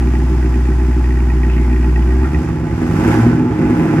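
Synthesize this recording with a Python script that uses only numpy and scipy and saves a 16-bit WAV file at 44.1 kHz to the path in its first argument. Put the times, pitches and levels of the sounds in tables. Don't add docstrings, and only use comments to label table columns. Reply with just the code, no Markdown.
import sys
import numpy as np
from scipy import signal
from scipy.fft import rfft, irfft
from scipy.io import wavfile
from scipy.ndimage import uniform_filter1d

SR = 44100
rng = np.random.default_rng(int(sys.argv[2]) if len(sys.argv) > 2 else 0)


def to_wav(s):
    ch = np.atleast_2d(s).T
    pcm = np.round(np.clip(ch, -1, 1) * 32767)
    wavfile.write(sys.argv[1], SR, pcm.astype(np.int16))


N = 176400
T, FREQS = np.arange(N) / SR, np.arange(N // 2 + 1) * SR / N


def undb(db):
    return 10 ** (np.asarray(db) / 20)


def unit(x):
    return x / np.sqrt(np.mean(x ** 2))


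def curve(table):
    times, *columns = np.array(table).T
    return [np.interp(T, times, column) for column in columns]


def pan(db):
    return undb(np.array([[db], [-db]]) / 2)


def noise(width):
    mid, side = rng.standard_normal((2, N))
    return unit(np.array([mid + width * side, mid - width * side]))


def wander(per_second):
    hold = int(SR / per_second)
    return unit(uniform_filter1d(rng.standard_normal(N)[np.arange(N) // hold], size=hold))


def pulses(times, sizes):
    return np.bincount((times * SR).astype(int), sizes, N)[:N]


def puffs(times, sizes, firing_hz, decay_periods):
    last = np.maximum(np.searchsorted(times, T) - 1, 0)
    return unit(sizes[last] * np.exp(-np.abs(T - times[last]) * firing_hz / decay_periods))


def colour(x, points):
    hz, db = np.array(points).T
    gain = undb(np.interp(np.log(FREQS + 1), np.log(hz), db))
    skirts = np.minimum(FREQS / hz[0], 1) ** 4 * np.minimum(hz[-1] / (FREQS + 1), 1) ** 4
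    return unit(irfft(rfft(x) * gain * skirts, N))


def ring(x, modes):
    gain = sum(undb(db) / (1 + (2 * (FREQS - hz) / width) ** 2) for hz, width, db in modes)
    low_cut = (FREQS + 1) / (FREQS + modes[0][0])
    cepstrum = irfft(np.log(gain * low_cut), N)
    causal = 2 * cepstrum * (T < T[-1] / 2)
    response = irfft(np.exp(rfft(causal)), N)[:N // 8]
    return unit(signal.fftconvolve(np.atleast_2d(x), response[None], axes=1)[:, :N])


def traffic():
    # frequency in Hz, relative level in dB.
    rumble_eq = [(20, -19), (50, -1), (100, 7), (300, -37), (600, -23), (1000, -15.5), (2500, -23.5),
                 (5000, -55)]
    return undb(-32.5) * colour(noise(width=0.058), rumble_eq)


def canopy(x, t60_s=0.2, echo_db=-16):
    tail = rng.standard_normal((2, SR // 2)) * np.exp(-np.log(1000) * T[:SR // 2] / t60_s)
    tail = tail / np.sqrt(np.sum(tail ** 2, axis=1, keepdims=True))
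    return x + undb(echo_db) * signal.fftconvolve(x, tail, axes=1)[:, :N]


def flares():
    # peak time in seconds, centre in Hz, half-width in Hz, length in seconds,
    # level in dB.
    swells = [(1.53, 2570, 606, .06, -38), (1.623, 2150, 350, 0.092, -39), (2.173, 1650, 220, 0.066, -39),
              (2.258, 1330, 260, 0.041, -32.5), (2.493, 1180, 200, 0.031, -36)]
    out = 0
    for peak_s, hz, width, length, db in swells:
        rasp = colour(noise(width=0.33), [(hz - width, -15), (hz, 0), (hz + width, -15)])
        out = out + rasp * undb(db) * np.exp(-2 * ((T - peak_s) / length) ** 2)
    return out


def valve_gear(times, knock_db, tick_db, firing_hz):
    # frequency in Hz, width in Hz, relative level in dB.
    knock_modes = [(854, 56, -1.5), (655, 27, -8)]
    tick_modes = [(1888, 104, 6.5), (2473, 470, -7), (1510, 320, -9)]
    # time in seconds, level in dB.
    tick_levels = [(0, -42.5), (1.2, -40), (1.6, -39.5), (2.3, -39), (2.7, -49.5), (4, -65)]
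    knocks = ring(pulses(times, undb(knock_db)), knock_modes)
    strikes = noise(width=0.28) * puffs(times, undb(tick_db), firing_hz, decay_periods=0.26)
    ticks = ring(strikes, tick_modes)
    return (knocks * undb(-41) + ticks * undb(curve(tick_levels)[0])) * pan(-3.5)


def tailpipe(x, round_trip_hz=168.66, reflection=0.32):
    round_trip = reflection * np.exp(-2j * np.pi * FREQS / round_trip_hz)
    return unit(irfft(rfft(x) / (1 - round_trip), N))


def gas(times, sizes, firing_hz):
    # frequency in Hz, relative level in dB.
    rasp_eq = [(420, 1.5), (560, -6), (850, 3), (1100, -4.5), (1400, -3), (2000, -8.5), (2600, -14),
               (3400, -27.5)]
    hiss_eq = [(2500, 7), (4000, -1), (5500, 0.5), (7000, 4.5)]
    air_eq = [(6500, -4), (8000, 0), (12200, -2), (15000, -10)]
    intake_eq = [(3400, -4), (4000, -9), (5000, -2), (6500, -9.5)]
    # time in seconds, rasp level in dB, relative hiss level in dB.
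    gas_levels = [(0, -33.5, -47), (1.44, -35.5, -49), (2.33, -33, -48.5), (2.41, -33.5, -47),
                  (2.61, -35.5, -52), (2.92, -28, -44.5), (3.06, -22, -41), (3.12, -20.5, -39),
                  (3.45, -31.5, -51), (3.7, -26.5, -47), (3.97, -25, -46)]
    # time in seconds, level in dB.
    air_levels = [(0, -55.5), (1.2, -56), (2.37, -55.5), (2.63, -61), (3.12, -45), (3.45, -62.5),
                  (3.78, -52.5), (4, -54)]
    rasp_db, hiss_db = curve(gas_levels)
    flow = 1 + puffs(times, sizes, firing_hz, decay_periods=0.65)
    rasp = tailpipe(colour(noise(width=0.52) * flow, rasp_eq)) * undb(rasp_db) * pan(-3)
    hiss = colour(noise(width=1) * flow, hiss_eq)
    intake = colour(noise(width=1), intake_eq) * undb(-5) * pan(15)
    air = colour(noise(width=0.3) * flow, air_eq) * undb(curve(air_levels)[0])
    return rasp + (hiss + intake) * undb(hiss_db - 1.5) + air


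def burble(times, idle_sizes, load_sizes, throttle, firing_hz):
    # frequency in Hz, width in Hz, relative level in dB at idle,
    # the same under load.
    pipe_modes = [(66.2, 16, -9, 10), (108.7, 14.7, 1, 8), (150.2, 10.4, 9, -5.5), (163.05, 8.96, -13, 9),
                  (210.7, 16.2, -0.5, -2), (245.37, 12.7, 8.5, 4), (308.1, 24.2, 1.5, -2.5),
                  (339, 29.4, -7.5, -5), (374.9, 13.7, 2, -8), (428.7, 32, -24, -15),
                  (535.8, 16.3, -61, -18)]
    # time in seconds, relative level in dB.
    burble_levels = [(0, -22), (1.25, -24.5), (1.6, -22), (2.1, -22.5), (2.35, -20), (2.65, -20.5),
                     (3.06, -14.5), (3.25, -15), (3.5, -17.5), (3.66, -14.5), (4, -16)]
    chug_hz, chug_fade_db_per_octave = 176.2, 10.5
    idle_lumps = pulses(times, idle_sizes - 0.876 * idle_sizes.mean())
    load_lumps = pulses(times, load_sizes - load_sizes.mean())
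    idle = ring(idle_lumps, [(hz, width, db) for hz, width, db, _ in pipe_modes])[0]
    loaded = ring(load_lumps, [(hz, width, db) for hz, width, _, db in pipe_modes])[0]
    chugs = signal.sosfiltfilt(signal.butter(4, chug_hz, fs=SR, output="sos"), loaded)
    octaves_up = np.log2(firing_hz / firing_hz[0])
    loaded = loaded - chugs * (1 - undb(-chug_fade_db_per_octave * octaves_up))
    pipes = (1 - throttle) * idle + throttle * loaded
    running_rms = np.sqrt(uniform_filter1d(pipes ** 2, size=SR // 8) + 1e-9)
    return pipes / running_rms * undb(curve(burble_levels)[0] + 2) * pan(-1)


def boom(phase, throttle, throb_db=2):
    # time in seconds, fundamental level in dB, octave level in dB.
    boom_levels = [(0, -12.5, -31), (1.5, -11.5, -31), (2.22, -11, -35), (2.33, -17.5, -28),
                   (2.65, -25.5, -32), (2.85, -29, -27), (3.03, -25, -28), (3.14, -15, -27),
                   (3.24, -13.5, -14), (3.33, -21, -15.5), (3.55, -27, -18), (3.75, -34, -24.5),
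                   (4, -19, -20)]
    fundamental_db, octave_db = curve(boom_levels)
    throb = throb_db * throttle * wander(per_second=15)
    fundamental = undb(fundamental_db + throb) * np.cos(2 * np.pi * phase)
    octave = undb(octave_db) * np.sin(4 * np.pi * phase)
    return np.sqrt(2) * (fundamental + octave)


def scene():
    # time in seconds, firings per second.
    revs = [(0, 62.52), (.5, 61.62), (1, 62), (1.5, 60.73), (1.9, 60.75), (2.1, 61.92), (2.3, 69.54),
            (2.5, 71.74), (2.7, 71.25), (2.85, 82.1), (3.05, 102.7), (3.12, 109.1), (3.22, 114.6),
            (3.38, 125.5), (3.52, 121.5), (3.7, 131.4), (3.85, 140.6), (4, 151.7)]
    # delay in firing periods, then relative levels in dB of
    cylinders = [(0.606, -2, 0, -3, 0), (0.669, -2.47, -3, -3.5, 1.5), (0.6026, -1.97, -3.5, -7.5, -0.5),
                 (0.742, -1.55, .5, -29, -8), (0.743, -2.5, -1, -28, 1.5), (0.97, -2.5, -4, -9, -6),
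                 (0.665, -2, -1.5, -26, -16), (0.735, -2.5, -1, -21, -3.5)]
    throttle_opens_s, throttle_rise_s, right_lag_s = 2.25, 0.13, 0.00008
    valve_delay, jitter = 0.47, 0.02
    firing_hz, = curve(revs)
    phase = np.cumsum(firing_hz) / SR
    throttle = np.clip((T - throttle_opens_s) / throttle_rise_s, 0, 1)
    firing = np.arange(int(phase[-1]))
    delay, idle_db, load_db, knock_db, tick_db = np.array(cylinders)[firing % len(cylinders)].T
    late, strength, knock, tick, slack = rng.standard_normal((N // 200, 5))[firing].T
    firing_times = np.sort(np.interp(firing + delay + jitter * late, phase, T))
    valve_times = np.sort(np.interp(firing + valve_delay + jitter * slack, phase, T))
    idle_sizes, load_sizes = undb(idle_db + 0.39 * strength), undb(load_db + 1.6 * strength)
    sizes = idle_sizes + (load_sizes - idle_sizes) * np.interp(firing_times, T, throttle)
    clatter = valve_gear(valve_times, knock_db + 1.5 * knock, tick_db + 4 * tick, firing_hz)
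    pipes = burble(firing_times, idle_sizes, load_sizes, throttle, firing_hz)
    car = pipes + gas(valve_times, sizes, firing_hz) + clatter + flares()
    left, right = boom(phase, throttle) + canopy(car)
    right = right[np.maximum(np.arange(N) - round(right_lag_s * SR), 0)]
    return np.array([left, right]) + traffic()


def record(dry, top_hz=15300):
    rounded = dry / (1 + dry ** 8) ** (1 / 8)
    return signal.sosfilt(signal.ellip(8, .2, 70, top_hz, fs=SR, output="sos"), rounded)


dry = scene()
out = record(dry)
to_wav(out)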